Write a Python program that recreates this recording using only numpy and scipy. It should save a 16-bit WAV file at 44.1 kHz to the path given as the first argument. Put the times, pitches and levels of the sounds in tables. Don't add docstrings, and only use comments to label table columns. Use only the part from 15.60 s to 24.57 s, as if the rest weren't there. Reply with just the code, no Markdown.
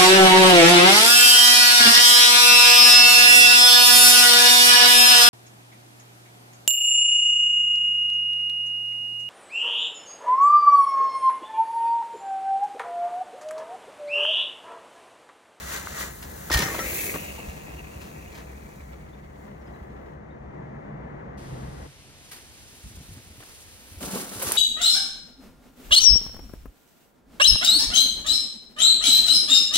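import sys
import numpy as np
from scipy import signal
from scipy.fft import rfft, irfft, next_fast_len
from scipy.io import wavfile

SR = 44100
rng = np.random.default_rng(int(sys.argv[2]) if len(sys.argv) > 2 else 0)


def digitize_waveform(pressure):
    field = np.atleast_2d(pressure).T
    bounded = np.clip(field, -1, 1)
    quanta = np.round(bounded * 32767).astype(np.int16)
    wavfile.write(sys.argv[1], SR, quanta)


N = 395577
T = np.arange(N) / SR

# pitch_hz, level_db (per Hz)
NEAR_LEAF_TONE = [(1200, -36.5), (3200, -2.5), (4200, -0.5), (5200, -4), (6500, 2), (8000, 1),
                  (10000, -3.5), (12000, -13.5), (14000, -10.5), (15700, -10.5)]
LOW_LEAF_TONE = [(900, -49), (2600, -2), (4000, -1), (5500, -0.5), (7500, 1.5), (10000, -2.5), (12000, -10),
                 (14000, -11.5), (15700, -7)]
CRUSH_TONE = [(90, -44), (300, -3), (600, -2.5), (1000, -1), (1900, 0.5), (3000, -4), (4200, -5.5),
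              (6000, -9), (9000, -9), (12000, -15.5), (15500, -19)]
LEDGE_GRIT_TONE = [(150, -25.5), (400, -4.5), (800, -8), (1300, -3), (1900, 0), (2500, -10), (3500, -18.5)]
PATH_GRIT_TONE = [(120, 3.5), (270, 1.5), (520, -0.5), (850, -7), (1300, -5.5), (2000, -0.5), (3200, -15)]
PATH_ASIDE_GRIT_TONE = [(120, 4), (270, 1.5), (420, 3), (600, 3), (850, -0.5), (1250, -6), (1650, -11),
                        (2000, -4), (3200, -14.5)]
DIRT_GRIT_TONE = [(200, -11), (450, 2), (700, -6), (1000, -2), (1500, -3), (2200, -9), (3500, -22)]
KNOB_TONE = [(1500, -24), (1900, -9), (2250, -1.5), (2620, 0), (2850, -2.5), (3100, -22), (3400, -44)]
FRAME_TONE = [(80, -44), (140, -14), (190, 2), (260, -3), (350, -6), (700, -11), (1500, -33)]
ROUGH_GROUND_TONE = [(40, 0), (65, 2), (110, -5), (200, -4), (350, -25), (600, -34)]
RUMBLE_TONE = [(60, -29.5), (100, -8), (125, -11.5), (150, 0), (175, -6), (205, -0.5), (250, -9.5),
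               (330, -8), (500, -9), (750, -11.5), (1100, -16), (1500, -22.5), (2000, -22), (2400, -32.5),
               (3000, -40.5), (6000, -60.5)]
AIR_TONE = [(20, -25), (35, -10), (50, -6), (65, 3.5), (90, -8.5), (130, -19), (300, -39)]
FOLIAGE_TONE = [(1500, -4.5), (3000, 2.5), (5000, -3), (6500, 0), (9000, -7), (15000, -20)]
WOODS_TONE = [(25, -6), (55, 4.5), (90, 3), (135, -6.5), (220, -3.5), (400, -8), (700, -10.5), (1200, -15),
              (2200, -11), (4000, -13.5), (9000, -16.5), (14000, -29.5)]
ENGINE_TONE = [(108, -30.5), (128, 1.5), (143, -2.5), (160, -5), (185, -24.5)]

# pitch_hz, left_lead_radians, likeness (0 to 1), left_minus_right_db
UPRIGHT_MIC = [(20, -0.5, 0.89, 1.5), (150, 0.5, 1, -0.5), (590, -.5, 0.087, 3.5), (1280, -0.1, 0.47, 4.5),
               (2430, -2.5, 0.79, 4.5), (3260, 1.5, 0.24, 0.5), (5030, -1.9, 0.33, 0), (7150, 2.1, .7, 0),
               (9270, 3, 0.98, 0), (12010, 5, 0.43, 0), (13280, 5.5, .92, 0.5), (14900, 8, 0.62, 0.5),
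               (15800, 6.5, 0.38, -3.5)]
AHEAD_MIC = [(20, 0.5, 0.7, 1.5), (150, 0, .85, 0.5), (590, -0.5, 1, 0), (1300, -0.8, .72, 1),
             (1900, -1.5, 0.39, 7), (2700, -2.5, 0.63, 2.5), (3530, 1.7, .45, -1), (5000, -1.5, 0.97, -0.5),
             (7120, 1.9, 0.79, 0), (9200, 3, 0.9, -.5), (13400, 5.5, 0.96, 0), (15800, 5.5, .5, -2)]
ASIDE_MIC = [(20, -2.5, 0.98, 1), (250, 0.1, 0.86, 5), (420, -1.4, 0.29, 1), (600, -2.5, 0.8, -2.5),
             (1200, -2.5, 0.65, 1.5), (1600, -3, .25, 5), (2000, -2.5, 0.58, 0.5), (2700, -5, 1, 3.5),
             (3200, -4, 0.45, -4.5)]
RUMBLE_MIC = [(20, 0, 0.98, 0), (150, 0.15, 0.98, 0.5), (247, 0.38, .75, 0.5), (386, 1.87, 0.35, 1.5),
              (596, 3, 0.48, 3.5), (850, 3.5, 0.55, 4), (1200, 4, 0.39, 3), (1600, 5, 0.94, 5),
              (2000, 4.5, 0.64, 8), (2590, 3.5, 0.53, 3), (5000, 4.5, .3, 0)]
GROUNDED_MIC = [(20, 1.5, 1, 0), (300, 0.45, 0.77, 0), (800, 0.8, 0.73, 0), (1410, 1.22, 0.9, 0),
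                (2550, 2.35, 0.1, 0), (4100, -1, 0.13, 0), (7830, -3.5, 0.82, 0), (10300, -5.5, 0.35, 0),
                (15900, -9, 0.99, 0)]

# time_s, level_db, treble_db (before a steady lift)
FAR_LEAF_LEVEL = [(6.5, -82, -6), (6.64, -61, -9), (7.5, -58, -4.5), (7.72, -65.5, -2), (7.84, -57, -3.5),
                  (8.1, -57.5, -6), (8.2, -63.5, 0.5), (8.4, -60, 2.5)]
# time_s, level_db
RUMBLE_LEVEL = [(0, -46.5), (2, -45), (3, -48), (3.6, -49.5), (4.25, -44), (4.6, -46), (5.1, -42.5),
                (5.5, -42), (6.25, -43.5)]
AIR_LEVEL = [(0, -47.5), (1.3, -44), (2.2, -45.5), (3.4, -48), (4.6, -48), (5.8, -48), (6.2, -43.5)]
ENGINE_LEVEL = [(0, -54), (2.4, -59), (4.6, -52.5), (5, -43), (5.6, -48), (6.2, -40.5), (6.35, -55.5),
                (7, -68.5), (8.9, -70)]
# start_s, level_db, decay_s, treble_tilt_db (per octave)
CRUSHED_HEAPS = [(.622, -42, 0.023, 2), (.899, -27.5, 0.016, -1.5), (0.913, -27, 0.013, 3),
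                 (.922, -24.5, 0.019, 3), (.934, -21, 0.018, 3.5), (0.944, -23, .005, 0),
                 (0.955, -27.5, 0.0094, -5), (.969, -22.5, 0.014, 3), (.979, -31.5, 0.0056, -3),
                 (.988, -22.5, 0.0089, 4), (.999, -25.5, 0.018, 0), (1.018, -25.5, 0.012, 2),
                 (1.03, -33, 0.012, 0), (1.101, -39, 0.019, -14), (1.142, -31, 0.018, -7),
                 (1.188, -30.5, 0.013, -6), (1.538, -33, 0.011, -6.5), (1.549, -30, 0.0063, -8),
                 (1.558, -29.5, 0.0056, -10), (1.64, -55, .015, -1), (1.787, -40, 0.015, -18),
                 (1.88, -50, 0.037, 1), (2.405, -48.5, 0.048, 2), (2.715, -51, 0.037, -1),
                 (2.744, -48, 0.033, 1), (2.77, -47.5, 0.036, -0.5), (6.71, -42, 0.036, 4),
                 (6.751, -52.5, 0.061, 3), (7.802, -48.5, 0.0097, -5), (7.823, -52, .006, -4),
                 (7.832, -48, 0.0071, -4), (7.872, -49.5, 0.0093, -14), (7.885, -55, 0.03, -3),
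                 (8.407, -42, 0.0064, -7), (8.425, -39, 0.014, 4.5), (8.553, -36, 0.021, -15),
                 (8.601, -38, 0.016, 8), (8.625, -44.5, 0.02, -8), (8.655, -43, .006, -8),
                 (8.714, -43.5, 0.017, -10), (8.815, -34, 0.02, -7), (8.82, -28, 0.018, 14.5),
                 (8.873, -43, 0.0063, -5), (8.912, -30, 0.0058, -4), (8.919, -21, 0.0054, 12),
                 (8.948, -34, 0.033, 0.5)]
# start_s, level_db, pitch_hz
DULL_THUMPS = [(.91, -23, 75), (0.944, -13.5, 56.3), (0.97, -27, 103), (0.998, -22, 189), (1.026, -24, 152),
               (1.058, -28, 175), (1.095, -31, 150), (1.189, -36, 66.5), (1.255, -29, 64),
               (1.424, -41, 235), (1.431, -33, 94), (1.545, -27, 270), (1.878, -24.5, 64), (2.36, -38, 72),
               (4.214, -29, 66), (7.125, -44, 115), (7.239, -33, 56.5), (7.258, -44.5, 200),
               (7.302, -38, 109), (7.304, -48, 214), (7.347, -37, 74), (7.369, -31.5, 69.46),
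               (7.368, -39, 193), (7.399, -46, 252), (7.403, -40, 141), (7.484, -36, 63.6),
               (7.511, -34, 96), (7.567, -35, 115), (7.572, -46, 250), (7.669, -45, 90), (7.701, -36.5, 71),
               (7.703, -47, 254), (7.779, -39.5, 119), (8.315, -38.5, 87), (8.368, -32, 70.4),
               (8.412, -37, 220), (8.43, -30, 264), (8.44, -36, 62), (8.472, -31, 194), (8.533, -28.5, 184),
               (8.543, -30, 182), (8.556, -27, 246), (8.606, -34, 198), (8.629, -39, 210),
               (8.714, -35, 272), (8.757, -33, 111), (8.772, -39, 70), (8.845, -35, 136),
               (8.866, -31.5, 84.6)]
# start_s, level_db, pitch_hz, decay_s
SHARP_KNOCKS = [(.272, -14, 1330, 0.00079), (0.899, -19, 1360, 0.003), (.906, -17, 335, 0.003),
                (.906, -19, 1040, 0.0023), (.915, -21, 5440, .003), (.9405, -14, 3200, 0.00036),
                (0.989, -20.5, 382, 0.0044), (1.018, -23, 920, 0.0042), (1.025, -19.5, 643, 0.0026),
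                (1.031, -19, 1100, 0.00081), (1.074, -27.5, 1204, 0.0065), (1.115, -29, 1120, 0.016),
                (1.138, -28, 614, 0.0081), (1.19, -25.5, 1980, .009), (1.194, -23, 1330, 0.021),
                (1.241, -28, 525, 0.01), (1.531, -28, 497, .008), (1.549, -37, 1110, 0.0012),
                (1.558, -26, 414, 0.0032), (1.383, -28, 2634, 0.013), (1.779, -37.5, 896, 0.012),
                (1.79, -35, 690, 0.0069), (1.835, -38, 2610, .012), (2.675, -45, 2850, .008),
                (8.409, -34, 590, 0.0027), (8.558, -24, 495, 0.0034), (8.797, -34, 500, .004),
                (8.817, -28, 1024, 0.0065), (8.872, -32, 480, 0.0026), (8.826, -26.5, 530, 0.01),
                (8.894, -22.5, 415, 0.0027)]
# pitch_hz, level_db, fall_by_60_db_s
METAL_PARTS = [(1190, -5.5, .2), (1330, -5.5, 0.18), (1474, -7.5, .2), (1840, 2, 0.25), (1895, -4.5, 0.24),
               (2850, -10, 0.13), (3440, -12.5, 0.08), (3800, -10, .15), (5280, -4.5, .08),
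               (5230, -1.5, 0.089), (5760, 1.5, 0.13), (6430, -2.5, 0.15), (7040, -6, 0.13)]
# start_s, level_db
RATTLE_JOLTS = [(.108, -45), (0.359, -44), (0.916, -29), (0.938, -32.5), (0.988, -36.5), (1.022, -33.5),
                (1.071, -37), (1.196, -42), (1.548, -52)]
# start_s, peak_db, middle_pitch_hz, length_s, glide (share of the pitch)
BIRD_PEEPS = [(3.522, -61, 3550, 0.029, .12), (4.003, -70, 5620, 0.024, -.06),
              (4.055, -68, 5000, 0.038, -.02), (4.074, -62, 3220, 0.016, .14),
              (4.132, -65, 3980, .025, -.05), (4.697, -67, 3700, .024, .13)]
# time_s, pitch_factor
TREAD_PITCH = [(1.06, 0.88), (1.2, 0.88), (1.27, 0.95), (1.4, 0.96), (1.5, 0.92), (1.64, 1.016),
               (2.4, 0.99), (3, 0.9), (3.8, 0.76)]
# time_s, pitch_hz
HOLLOW_PITCH = [(1.2, 570), (1.29, 515), (1.37, 400), (1.48, 406), (1.53, 459.5), (1.57, 290)]
# middle_s, level_db, half_width_s
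SMOOTH_SWELLS = [(.14, -41, 0.063), (.41, -40, 0.049), (1.41, -42, 0.12), (2.5, -61, 0.35),
                 (3.12, -65.5, 0.31), (3.83, -71.5, 0.073), (4.15, -77, 0.16), (8.455, -48.5, 0.058),
                 (8.571, -43.5, 0.071), (8.88, -40.5, 0.029)]

SECOND_IN_S, FIRST_OUT_S = 5.77, 6.27
TAKEOFF_S, TOUCHDOWN_S, ROLL_ON_S, GONE_S = .49, .9, 1.03, 4.5
LEDGE_DB, FLIGHT_DB, FLIGHT_DB_PER_S = -48, -58, 12
PASS_S, PASS_M, SPEED_M_PER_S = 1.32, 0.87, 4.78
BRUSH_DB_PER_M = 0.88
SETTLE_S = 0.15
SPRAY_S = (1.41, 1.53)
SWING_S, SWING_LENGTH_S = 1.56, 0.16
BUMPY_S, BUMPY_DB = (7.25, 7.76), -58
LANDING_S, ARRIVAL_S, ARRIVAL_M = 8.418, 8.96, 0.53
REBOUND_S, REBOUND_DB = (8.67, 8.78), -2
CRUNCH_RISE_SHARE = 0.24
THUMP_DECAY_S, THUMP_HZ, THUMP_RISE_CYCLES = 0.02, 69.5, .2
DETUNE, STRIKE_DB = .02, 5.5
PEBBLE_HZ, PEBBLE_CYCLES = (384, 2410), 3.5
PEBBLES_PER_S, PEBBLE_SPREAD_DB = 110, 3
WHIRR_WAVER, RUSTLE_DB = .02, 1.8
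HOLLOW_WIDTH_HZ = 150
CHIRP_ECHO = 0.99
TREBLE_EDGE_HZ = 15900


def amp(db):
    return 10 ** (np.asarray(db) / 20)


def rms(x):
    return np.sqrt(np.mean(x ** 2) + 1e-20)


def read(points, hz, axis=1):
    table = np.array(points, float)
    return np.interp(np.log(hz + 1), np.log(table[:, 0] + 1), table[:, axis])


def level(rows, fade=0.1, lead=0.016):
    table = np.array(rows)
    before = np.maximum(table[0, 0] - T, 0) / lead
    after = np.maximum(T - table[-1, 0], 0) / fade
    return amp(np.interp(T, table[:, 0], table[:, 1])) * np.exp(-(before + after) ** 2)


def during(start, end, rise=0.015, fall=0.014):
    outside = np.maximum(start - T, 0) / rise + np.maximum(T - end, 0) / fall
    return np.exp(-outside ** 2)


def wander(rate, size=2048, count=N):
    hz = np.fft.rfftfreq(size, N / SR / size)
    x = irfft(rfft(rng.standard_normal(size)) / (1 + (hz / rate) ** 4), size)
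    return np.interp(T[:count], np.linspace(0, N / SR, size), x / rms(x))


def distance(closest_s, closest_m):
    return np.hypot(closest_m, SPEED_M_PER_S * (T - closest_s))


def swells():
    return sum(amp(db) * np.exp(-((T - s) / width) ** 2) for s, db, width in SMOOTH_SWELLS)


def grains(per_s, spread_db, bed, size=N):
    chance = rng.random((2, size)) * SR / per_s
    hiss = rng.standard_normal((2, size))
    snaps = chance < 1
    clicks = np.zeros((2, size))
    snap_db = spread_db * np.minimum(-np.log(chance[snaps]), 4)
    clicks[snaps] = np.sign(hiss[snaps]) * amp(snap_db)
    return clicks / rms(clicks) + bed * rng.standard_normal((2, size))


def reflections(hz, strength, count=12):
    taps = np.zeros(2 * (len(hz) - 1))
    delays = (rng.uniform(.002, .012, count) * SR).astype(int)
    np.add.at(taps, delays, rng.choice([-1, 1], count) * strength / np.sqrt(count))
    return 1 + rfft(taps) * hz / (hz + 600)


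def ports(pair, spectrum, mic, tilt_db=0, band=(0, SR), echo=0.35):
    n = 2 * next_fast_len(pair.shape[1] // 2 + 1)
    hz = np.fft.rfftfreq(n, 1 / SR)
    a, b = rfft(pair, n)
    phase = read(mic, hz, axis=1)
    same = np.clip(read(mic, hz, axis=2), 0, 1)
    side_db = read(mic, hz, axis=3)
    right = (same * a + np.sqrt(1 - same ** 2) * b) * np.exp(-1j * phase)
    z = np.array([a * amp(side_db / 2), right * amp(-side_db / 2)]) * reflections(hz, echo)
    beyond = np.maximum(hz / spectrum[-1][0], 1) * np.maximum(spectrum[0][0] / (hz + 1), 1)
    z *= amp(read(spectrum, hz) + tilt_db * np.log2(hz / 1000 + 1)) / beyond ** 2
    in_band = z[:, (hz > band[0]) & (hz < band[1])].mean(0)
    return irfft(z, n)[:, :pair.shape[1]] * n / np.sqrt(2 * np.sum(abs(in_band) ** 2))


def add(mix, s, sound):
    part = mix[:, max(round(s * SR), 0):][:, :sound.shape[-1]]
    part += sound[..., :part.shape[1]]


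def distant(spectrum, mic, db):
    return amp(db) * ports(rng.standard_normal((2, N)), spectrum, mic, echo=0)


def background():
    first = np.clip((FIRST_OUT_S - T) / 0.013 + .5, 0, 1)
    second = np.clip((T - SECOND_IN_S) / 0.012, 0, 1)
    rumble = level(RUMBLE_LEVEL) * distant(RUMBLE_TONE, RUMBLE_MIC, db=.7 * wander(7))
    air = level(AIR_LEVEL, fade=1) * distant(AIR_TONE, UPRIGHT_MIC, db=wander(6))
    foliage = distant(FOLIAGE_TONE, UPRIGHT_MIC, db=-77.5 + .7 * wander(4.5))
    woods = distant(WOODS_TONE, GROUNDED_MIC, db=-53.0 + .5 * wander(2.5))
    engine = level(ENGINE_LEVEL) * distant(ENGINE_TONE, UPRIGHT_MIC, db=-1.3)
    return first * (rumble + air + foliage) + second * woods + engine


def leaves(gain, spectrum, mic, per_s, spread_db, bed, clump_db, db, top_db):
    snaps = grains(per_s, spread_db, bed) * amp(clump_db * wander(70))
    sound = ports(snaps, spectrum, mic, band=(3200, 8500))
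    top = signal.sosfiltfilt(signal.butter(3, 10000, "high", fs=SR, output="sos"), sound)
    return amp(db) * gain * (sound - top + amp(top_db) / rms(top.mean(0)) * top)


def tyres(gain, spectrum, mic, per_s, spread_db, db, clump_db):
    grit = ports(grains(per_s, spread_db, bed=0.72), spectrum, mic, band=(500, 2200), echo=0.54)
    return amp(db + clump_db * wander(25)) * gain * grit


def over_ledge():
    rolling = during(0, TAKEOFF_S - .03, fall=0.048)
    flying = during(TAKEOFF_S + 0.045, TOUCHDOWN_S, rise=0.042)
    flight = flying * amp(FLIGHT_DB + FLIGHT_DB_PER_S * np.minimum(T - TAKEOFF_S, 1))
    gain = np.hypot(amp(LEDGE_DB) * rolling + flight, swells() * (T < TOUCHDOWN_S))
    crackle = leaves(gain, NEAR_LEAF_TONE, UPRIGHT_MIC, per_s=2500, spread_db=1.5, bed=0.89,
                     clump_db=1.0, db=0.5, top_db=-1.5 + 7.2 * flying)
    grit = tyres(gain, LEDGE_GRIT_TONE, UPRIGHT_MIC, per_s=1200, spread_db=2, db=3.0, clump_db=0.3)
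    return crackle + grit


def rattle(size=16384):
    out, t = np.zeros((2, N)), np.arange(size) / SR
    for s, db in RATTLE_JOLTS:
        contacts = rng.random(size) < 500 / SR
        chatter = rng.standard_normal(size) * contacts * np.exp(-t / 0.016)
        chatter[0] = 1
        ring = np.zeros((2, size))
        for hz, mode_db, t60 in METAL_PARTS:
            detune, strike = rng.uniform(-1, 1, 2)
            turns = hz * (1 + DETUNE * detune) * t + rng.random((2, 1))
            ring += amp(mode_db + STRIKE_DB * strike - 60 * t / t60) * np.sin(2 * np.pi * turns)
        add(out, s, amp(db) * signal.fftconvolve(ring, chatter[None] / np.linalg.norm(chatter)))
    return out


def blows(size=16384):
    out, t = np.zeros((2, N)), np.arange(size) / SR
    for s, db, hz in DULL_THUMPS:
        around_pitch = signal.butter(2, [.9 * hz, 2.5 * hz], "band", fs=SR, output="sos")
        scuff = signal.sosfilt(around_pitch, rng.standard_normal(size))
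        push = -np.sin(2 * np.pi * hz * t) + 0.3 * scuff / rms(scuff)
        rise = 1 - np.exp(-t * hz / THUMP_RISE_CYCLES)
        fall = np.exp(-t / THUMP_DECAY_S * (hz / THUMP_HZ) ** 0.5)
        add(out, s, amp(db) * push * rise * fall)
    for s, db, hz, decay in SHARP_KNOCKS:
        knock = amp(db) * np.sin(2 * np.pi * hz * t) * t / decay * np.exp(1 - t / decay * 2.0)
        add(out, s, knock * amp([[1.5], [-1.5]]))
        add(out, s + .0033, 0.23 * knock)
    return out


def crunches(size=10240):
    out, t = np.zeros((2, N)), np.arange(size) / SR
    for s, db, decay, tilt_db in CRUSHED_HEAPS:
        snaps = grains(4000, 2.3, bed=.4, size=size) * amp(1.2 * wander(120, count=size))
        mic = AHEAD_MIC if s < SECOND_IN_S else GROUNDED_MIC
        burst = ports(snaps, CRUSH_TONE, mic, tilt_db)
        rise = CRUNCH_RISE_SHARE * decay
        shape = np.minimum(t / rise, 1) * np.exp(-np.maximum(t - rise, 0) / decay)
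        add(out, s, amp(db) * burst * shape)
    return out


def pebbles(gain, db, tilt_db=-3.0, size=2048):
    out, t = np.zeros((2, N)), np.arange(size) / SR
    low, high = PEBBLE_HZ
    ride_s = GONE_S - ROLL_ON_S
    for when, pitch, bulk, side in rng.random((round(PEBBLES_PER_S * ride_s), 4)):
        s, hz = ROLL_ON_S + when * ride_s, low * (high / low) ** pitch
        lag = np.array([[0], [side * .0004]])
        ring = np.sin(2 * np.pi * hz * (t - lag))
        ring *= np.exp(-t * hz / PEBBLE_CYCLES) * (1 - np.exp(-2 * t * hz))
        pop_db = db + tilt_db * np.log2(hz / low) + PEBBLE_SPREAD_DB * min(-np.log(bulk), 2)
        add(out, s, gain[round(s * SR)] * amp(pop_db) * ring)
    return out


def resonate(x, hz, width_hz):
    turn = np.exp(2j * np.pi * np.cumsum(hz) / SR)
    r = np.exp(-np.pi * width_hz / SR)
    return (turn * signal.lfilter([(1 - r) ** 2], [1, -2 * r, r * r], x / turn)).real


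def hollow(gain, db):
    pitch = np.interp(T, *np.transpose(HOLLOW_PITCH))
    note = resonate(grains(250, 4.1, bed=0.35)[0], pitch, HOLLOW_WIDTH_HZ)
    return amp(db) * gain * during(HOLLOW_PITCH[0][0], HOLLOW_PITCH[-1][0]) * note / rms(note)


def whirr(gain, mic, db):
    buzz = ports(grains(260, 1.9, bed=0.31), KNOB_TONE, mic)
    speed = np.interp(T, *np.transpose(TREAD_PITCH)) * (1 + WHIRR_WAVER * wander(9))
    place = np.cumsum(speed) / SR
    return amp(db + RUSTLE_DB * wander(18)) * gain * np.array([np.interp(place, T, side) for side in buzz])


def ride_away():
    metres = distance(PASS_S, PASS_M)
    rolling = during(ROLL_ON_S, GONE_S, fall=0.067)
    load = np.exp(-np.maximum(T - ROLL_ON_S, 0) / SETTLE_S)
    fading = amp(-43.0 - BRUSH_DB_PER_M * metres) / metres
    crush = rolling * np.sqrt(fading ** 2 + (amp(-39.0) * load) ** 2 + swells() ** 2)
    spray = during(*SPRAY_S, rise=0.27, fall=0.17)
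    crackle = leaves(crush, NEAR_LEAF_TONE, UPRIGHT_MIC, per_s=4200, spread_db=2.5, bed=1.0,
                     clump_db=0.7, db=-1.0, top_db=0.6 + 7.1 * spray)
    swung = (1 + np.tanh((T - SWING_S) / SWING_LENGTH_S)) / 2
    ahead, aside = np.sqrt(1 - swung), np.sqrt(swung)
    grind = rolling * (amp(-10.5) / metres ** 0.84 + load)
    grit = tyres(grind * ahead, PATH_GRIT_TONE, AHEAD_MIC, per_s=330, spread_db=2.0, db=-37, clump_db=-0.3)
    grit += tyres(grind * aside, PATH_ASIDE_GRIT_TONE, ASIDE_MIC, per_s=300, spread_db=3.0, db=-37.0,
                  clump_db=2.0)
    grit += pebbles(grind, db=-33.5) + hollow(rolling / metres, db=-43.5)
    tread = rolling * (amp(-.55 * metres) / metres + amp(34.5) * swells())
    whirring = whirr(tread * ahead, AHEAD_MIC, db=-43.5) + whirr(tread * aside, ASIDE_MIC, db=-42.5)
    return crackle + grit + whirring


def birds(size=8192):
    out = np.zeros((2, N))
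    for s, db, hz, length, glide in BIRD_PEEPS:
        u = np.arange(0, 1, 1 / (length * SR))
        pitch = hz * (1 + glide * (u - .5))
        peep = amp(db) * np.sin(np.pi * u) ** 2 * np.sin(2 * np.pi * np.cumsum(pitch) / SR)
        trunks = rng.standard_normal((2, size)) * np.exp(-np.arange(size) / SR / 0.046)
        add(out, s, peep)
        add(out, s, CHIRP_ECHO * signal.fftconvolve(peep[None], trunks / np.linalg.norm(trunks[0])))
    return out


def second_pass():
    far_gain = level(FAR_LEAF_LEVEL)
    far_top_db = np.interp(T, *np.transpose(FAR_LEAF_LEVEL)[::2])
    far = leaves(far_gain, LOW_LEAF_TONE, GROUNDED_MIC, per_s=7100, spread_db=3.0, bed=0.83,
                 clump_db=1.7, db=-2, top_db=far_top_db + 4.0)
    bumpy = during(*BUMPY_S, rise=0.082, fall=0.37)
    far += tyres(far_gain * bumpy, LEDGE_GRIT_TONE, GROUNDED_MIC, per_s=90, spread_db=4.0, db=-8.5, clump_db=3.0)
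    landed, swell = during(LANDING_S, T[-1]), swells()
    approach = amp(-44.5) / distance(ARRIVAL_S, ARRIVAL_M)
    gain = landed * np.hypot(approach, swell) * amp(REBOUND_DB * during(*REBOUND_S))
    near = leaves(gain, LOW_LEAF_TONE, GROUNDED_MIC, per_s=3100, spread_db=2.5, bed=0.77,
                  clump_db=1.3, db=0.0, top_db=1.0)
    near += tyres(gain, DIRT_GRIT_TONE, GROUNDED_MIC, per_s=450, spread_db=1.5, db=-0.5, clump_db=0.2)
    drumming = landed * (amp(-47.0) + amp(1.0) * swell * during(LANDING_S, 8.62, fall=0.034))
    return far + near + drumming * ports(grains(400, 1.3, bed=0.49), FRAME_TONE, GROUNDED_MIC)


def rough_ground():
    rumble = distant(ROUGH_GROUND_TONE, GROUNDED_MIC, db=BUMPY_DB + 3.6 * wander(17))
    return during(*BUMPY_S, rise=0.022, fall=0.057) * rumble


def scene():
    first_pass = over_ledge() + ride_away()
    short_sounds = rattle() + blows() + crunches()
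    return background() + first_pass + short_sounds + birds() + second_pass() + rough_ground()


def record(dry, low_cut_hz=27):
    cut = signal.sosfilt(signal.butter(2, low_cut_hz, "high", fs=SR, output="sos"), dry)
    treble_limit = signal.firwin(511, TREBLE_EDGE_HZ, window=("kaiser", 9), fs=SR)
    return signal.oaconvolve(cut, treble_limit[None], "same")


dry = scene()
out = record(dry)
digitize_waveform(out)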